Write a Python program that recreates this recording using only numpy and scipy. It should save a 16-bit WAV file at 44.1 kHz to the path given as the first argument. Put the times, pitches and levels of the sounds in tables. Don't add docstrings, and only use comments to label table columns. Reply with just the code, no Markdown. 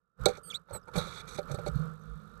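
import sys
import numpy as np
from scipy import signal
from scipy.fft import rfft, irfft, next_fast_len
from scipy.io import wavfile
from scipy.ndimage import map_coordinates

SR = 44100
rng = np.random.default_rng(int(sys.argv[2]) if len(sys.argv) > 2 else 0)


def gain_from_db(level_db):
    decades = np.asarray(level_db, float) / 20
    return 10 ** decades


def inscribe(sig):
    pcm = np.round(np.clip(np.atleast_2d(sig).T, -1, 1) * 32767)
    wavfile.write(sys.argv[1], SR, pcm.astype(np.int16))


N = 105840

# f/Hz, width/Hz, level/dB
CAVITY_MODES = [(498, 97, 1), (895, 68, 4.5), (1360, 160, 1), (2340, 180, -4.5), (3454, 120, -7.5),
                (3856, 120, -2), (4326, 130, -5), (6276, 360, -8), (7020, 280, -17.5), (7870, 213, -6),
                (9860, 230, -14.5), (11300, 380, -12.5)]
LINE_HZ = 3906.25


def along(rows):
    s, *cols = np.transpose(rows)
    return [np.interp(np.arange(N) / SR, s, c) for c in cols]


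def unit(x):
    return x / np.sqrt(np.mean(x ** 2) + 1e-20)


def filtered(x, response):
    m = next_fast_len(x.shape[-1] + 8192)
    spectrum = rfft(x, m) * response(np.fft.rfftfreq(m, 1 / SR))
    return irfft(spectrum, m)[..., :x.shape[-1]]


def modes(table, f, floor_db):
    response = gain_from_db(floor_db)
    for k, (centre, width, db) in enumerate(table):
        resonance = 1j * f * width / (centre * centre - f * f + 1j * f * width)
        response = response + (-1) ** k * gain_from_db(db) * resonance
    return response


def peak(f, hz, db, octaves):
    return db * np.exp(-(np.log2((f + 1) / hz) / octaves) ** 2)


def wobble(rate):
    knots = rng.standard_normal(int(N * rate / SR) + 4)
    return map_coordinates(knots, [np.arange(N) * rate / SR])


def add(track, s, x):
    part = track[round(s * SR):][:len(x)]
    part += x[:len(part)]


def air():
    # f/Hz, width/Hz, level/dB
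    hollow = [(52, 48, -13), (169.6, 32.2, -7), (478.5, 62.6, -14), (806, 214, -26), (1221, 231, -14),
              (1379.3, 132, -10), (1765, 65, -28), (3750, 103, -33)]
    rumble_db, hiss_db = -40.5, -85.5
    noise = rng.standard_normal(N)
    tone = unit(filtered(noise, lambda f: modes(hollow, f, floor_db=-44.5) / (1 + (f / 6000) ** 2)))
    return gain_from_db(rumble_db + wobble(12.72)) * tone + gain_from_db(hiss_db) * rng.standard_normal(N)


def engine():
    # t/s, f/Hz, level/dB
    firing = [
        (0, 54, -83),
        (1.3, 53.5, -56.5),
        (1.75, 53, -40.5),
        (2.1, 51.8, -33.5),
        (2.4, 52, -39),
    ]
    orders = {1: -6.5, 2: -14, 3: -0.5, 4: -9.5, 9: -18.5}
    hz, db = along(firing)
    phase = 2 * np.pi * np.cumsum(hz * (1 + 0.00886 * wobble(7.21))) / SR
    tone = sum(gain_from_db(level + 5.4 * wobble(15)) * np.sin(k * phase + 0.22 * wobble(15))
               for k, level in orders.items())
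    return gain_from_db(db) * tone


def buzz():
    field_hz, burst_at_s, burst_s, burst_db = 50, .0178, .0033, -58.5
    t = np.arange(N) / SR
    from_burst_s = (((t - burst_at_s) * field_hz + .5) % 1 - .5) / field_hz
    blank = np.exp(-(from_burst_s / burst_s) ** 4)
    lines = 0
    for k, db in enumerate([-76, -76, -73]):
        level = gain_from_db(db + 3.5 * wobble(70))
        lines = lines + level * np.sin(2 * np.pi * (k + 1) * LINE_HZ * t + .9 * wobble(120))
    hiss = gain_from_db(burst_db + 2 * wobble(40)) * blank * rng.standard_normal(N)
    return hiss + lines * (.7 + blank)


def pushes():
    # t/s, level/dB, f/Hz, length/cycles
    puffs = [(0.201, -26, 126, 1.5), (0.213, -21.5, 53, 0.9), (0.225, -26, 110, 1.2),
             (0.721, -31.5, 101, 2.06), (0.957, -23.5, 164, 2.8), (.974, -14, 154, 1.7),
             (1.01, -29.5, 167, 4), (1.361, -30, 177, 1.2), (1.505, -22, 138.6, 2.8),
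             (1.539, -20.5, 100, 0.68), (1.579, -27, 116, 1.7), (1.685, -21.5, 150, 1.94),
             (1.715, -22.5, 59, 2.9), (1.743, -26, 151, 3.1), (1.757, -12.5, 143, 1.65),
             (1.789, -18, 155.6, 5.7), (1.85, -26, 150, 4), (1.901, -30, 157, 4.7),
             (2.156, -32, 159.2, 3.6)]
    out = np.zeros(N)
    for s, db, hz, cycles in puffs:
        turns = np.arange(int(3 * cycles / hz * SR)) / SR * hz
        swell = (2 * turns / cycles) * np.exp(-2 * turns / cycles)
        add(out, s, gain_from_db(db + 3.0) * np.sin(2 * np.pi * turns) * swell)
    return out


def ticks():
    # t/s, level/dB, t60/s, brightest f/Hz
    taps = [(0.2563, -15.5, 0.023, 3970), (.257, -14.5, 0.015, 7100), (.2635, -18.5, 0.016, 4200),
            (0.284, -37, 0.046, 6600), (.698, -59, .03, 4040), (0.709, -54, 0.019, 5540),
            (.758, -50, .03, 4940), (0.881, -54, 0.019, 8500), (.21, -50.5, 0.034, 1430),
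            (.9583, -42, .02, 4300), (0.959, -30, .008, 2500), (.965, -52, 0.017, 8000),
            (.9807, -29.5, 0.069, 4100), (1.278, -42, .02, 3800), (1.285, -49, 0.038, 3800),
            (1.29, -49, 0.035, 6200), (1.309, -46, 0.032, 4000), (1.345, -44, 0.028, 6150),
            (1.377, -44, .03, 3900), (1.388, -39, .02, 4300), (1.3, -53, 0.014, 5000),
            (1.32, -54, .015, 6500), (1.334, -46, 0.022, 3900), (1.353, -50, .015, 6900),
            (1.429, -53, 0.028, 3800), (1.496, -51, 0.022, 3000), (1.5138, -38, 0.028, 6360),
            (1.5444, -40, 0.016, 7800), (1.546, -45, 0.069, 4350), (1.587, -47, 0.033, 3940),
            (1.6627, -41, 0.028, 4260), (1.676, -41, 0.018, 7860), (1.683, -41, 0.016, 5600)]
    out, t = np.zeros(N), np.arange(SR // 10) / SR
    luck = rng.standard_normal((len(taps), len(t)))
    for (s, db, t60, hz), noise in zip(taps, luck):
        onset = 1 - np.exp(-t / 0.00031)
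        raw = noise * gain_from_db(db + 15 - 60 * t / t60) * onset

        def response(f):
            cavity = modes(CAVITY_MODES, f, floor_db=-24.5) * f / (f + 2500)
            return cavity * gain_from_db(peak(f, hz, db=11, octaves=0.36))

        add(out, s, filtered(raw, response))
    return out


def scrapes():
    # t/s, length/s, level/dB, fall over the stroke/dB, brightest f/Hz
    strokes = [(0.22, 0.14, -64, -8, 2500), (0.269, 0.044, -36.5, 11.5, 4450),
               (0.311, 0.061, -58.5, -7.5, 2380), (.371, 0.02, -47.5, 16, 5700),
               (0.683, 0.038, -56, -6, 990), (0.721, 0.047, -46, -4, 846), (0.873, 0.019, -49, 0, 894),
               (0.934, 0.032, -49.5, -10.5, 3080), (0.956, 0.024, -41.5, -4, 7560),
               (0.983, .11, -36, 14.5, 3770), (1.054, 0.16, -49.5, -6.5, 3650),
               (1.272, 0.026, -52, -7.5, 6160), (1.298, 0.066, -53.5, -8, 5950),
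               (1.373, 0.021, -47, -2.5, 4320), (1.396, 0.018, -52, 23, 3970),
               (1.478, 0.039, -55.5, -10, 2680), (1.516, 0.016, -43, 10, 6200),
               (1.536, 0.018, -51.5, 10, 5200), (1.585, 0.015, -53.5, 8, 4460),
               (1.598, 0.053, -58.5, 3, 2960), (1.657, 0.028, -50.5, -8.5, 4700),
               (1.74, 0.096, -56.5, 6.5, 4270), (1.003, 0.14, -62, 0, 2360), (1.198, 0.21, -57.5, -1, 2400),
               (1.83, 0.203, -70, 3, 3550), (2.022, 0.19, -70, -0.5, 3580), (2.2, .18, -71, 0, 3930)]
    rise_share, fade_s, focus_db = 0.092, 0.0056, 7
    grains = rng.standard_normal(N) * gain_from_db(3.2 * wobble(1500) + .7 * wobble(150))
    out = np.zeros(N)
    for s, length, db, fall_db, hz in strokes:
        t = np.arange(int((length + fade_s) * SR)) / SR
        rise = np.clip(t / (rise_share * length), 0, 1)
        fade = np.clip((t[-1] - t) / fade_s, 0, 1) ** 2
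        stroke = grains[round(s * SR):][:len(t)] * rise * fade * gain_from_db(db + 15 - fall_db * t / length)
        raw = np.pad(stroke, (0, 2000))

        def response(f):
            tilt_db = -focus_db * np.abs(np.log2((f + 300) / hz))
            colour = gain_from_db(tilt_db + peak(f, hz, db=3.5, octaves=0.087))
            return modes(CAVITY_MODES, f, floor_db=-21.5) * colour

        add(out, s, filtered(raw, response))
    return out


def knocks():
    # t/s, peak level/dB
    blows = [(0.2585, -21.5), (.2612, -11.5), (0.283, -26.5), (.291, -28.5), (0.375, -40.5), (0.708, -39),
             (0.75, -34.5), (0.882, -45.5), (0.946, -50), (0.956, -28), (0.977, -24.5), (1.067, -40),
             (1.386, -25), (1.497, -35.5), (1.513, -34), (1.543, -31.5), (1.586, -29.5), (1.663, -27.5),
             (1.671, -30)]
    # f/Hz, level/dB, t60/s
    panels = [(164, -2.5, 0.053), (390.6, -3.5, 0.083), (430, -6, 0.11), (495.8, 2.5, 0.1),
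              (578.7, 4, 0.094), (790, -3, 0.084), (1310, -14.5, 0.017), (1404, -11.5, 0.066),
              (2275, -5, 0.021)]
    out, t = np.zeros(N), np.arange(SR // 4) / SR
    luck = rng.standard_normal((len(blows), 2, len(panels)))
    for (s, db), (size, phase) in zip(blows, luck):
        longer = 1 + 0.01 * (db + 11.5)
        ring = 0
        for (hz, level, t60), g, p in zip(panels, size, phase):
            decay = gain_from_db(level + 2 * g - 60 * t / (t60 * longer))
            ring = ring + decay * np.sin(2 * np.pi * hz * (1 + 0.007 * p) * t + .5 * p)
        add(out, s, gain_from_db(db - 2.0) * ring * (1 - np.exp(-t / 0.0015)))
    return out


def whistle(rows, overtones_db=(), sidebands_db=(), mirror_db=-99, rough=0.092, breath_db=-22):
    hz, db = along(rows)
    t = np.arange(N) / SR
    phase = 2 * np.pi * np.cumsum(hz) / SR + rough * wobble(500)
    line = 2 * np.pi * LINE_HZ * t
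    tone = np.sin(phase)
    for k, level in enumerate(overtones_db):
        tone += gain_from_db(level + 0.81 * wobble(150.3)) * np.sin((k + 2) * phase)
    for side, level in zip((-1, 1), sidebands_db):
        tone += gain_from_db(level + 1.34 * wobble(200)) * np.sin(phase + side * line)
    tone += gain_from_db(mirror_db) * np.sin(3 * line - phase)
    breath = gain_from_db(breath_db) * filtered(rng.standard_normal(N), lambda f: f > 2000)
    sounding = (t > rows[0][0]) * (t < rows[-1][0])
    return np.sqrt(2) * gain_from_db(db + 1.3 * wobble(200)) * (tone + breath) * sounding


def calls():
    # t/s, f/Hz, level/dB
    seep_1 = [
        (.43, 8680, -83),
        (.434, 8720, -51),
        (.443, 8600, -50.5),
        (.49, 8470, -46),
        (.496, 8140, -46),
        (.501, 8000, -64),
    ]
    seep_2 = [
        (.728, 8300, -68),
        (.735, 8250, -40),
        (.75, 7990, -38.5),
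        (.774, 7950, -45.5),
        (.786, 7560, -60),
        (.794, 7840, -90.5),
    ]
    dip_track = [
        (.498, 3594, -67),
        (.502, 3556, -38),
        (.516, 3250, -39.5),
        (.529, 2265, -48.5),
        (.535, 2330, -46),
        (.543, 3470, -36.5),
        (.555, 3860, -32.5),
        (.572, 4110, -43),
        (.577, 4100, -74),
    ]
    far_chirps = [
        [(.812, 5900, -87), (.816, 5800, -70), (.822, 5700, -92)],
        [(.826, 5500, -99), (.831, 5200, -68), (.842, 4750, -79)],
        [(1.995, 6500, -89.5), (2.005, 6300, -75), (2.025, 5950, -71), (2.035, 5750, -105)],
    ]
    seeps = whistle(seep_1, sidebands_db=[-16, -13], mirror_db=-24)
    seeps = seeps + whistle(seep_2, sidebands_db=[-15, -14])
    dip = whistle(dip_track, overtones_db=[-9, -21, -26], rough=0.78, breath_db=-13.5)
    dip = filtered(dip, lambda f: modes(CAVITY_MODES, f, floor_db=-15.5))
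    return seeps + gain_from_db(8.5) * dip + sum(whistle(rows, rough=0.67) for rows in far_chirps)


def scene():
    # t/s, gain/dB
    pump = [(0, -38.5), (.16, -36), (.2, -4.5), (.27, 5.5), (.34, -5.5), (.44, -17), (.5, -6.5),
            (.57, -10.5), (.65, -25.5), (.75, -1), (.81, -19), (.92, -8.5), (.96, 8.5), (1.05, -0.5),
            (1.26, -7), (1.38, -3.5), (1.8, -1), (2.0, -11.5), (2.15, -10.5), (2.4, -10)]
    background = gain_from_db(along(pump)[0]) * (air() + engine() + buzz())
    birds = pushes() + ticks() + scrapes() + knocks() + calls()
    return np.array([np.zeros(N), background + birds])


def top_cut(x):
    return signal.sosfilt(signal.butter(12, 14800, fs=SR, output="sos"), x)


def record(dry):
    band = filtered(dry, lambda f: 1 / (1 + (f / 13500) ** 60))
    return top_cut(band)


dry = scene()
out = record(dry)
inscribe(out)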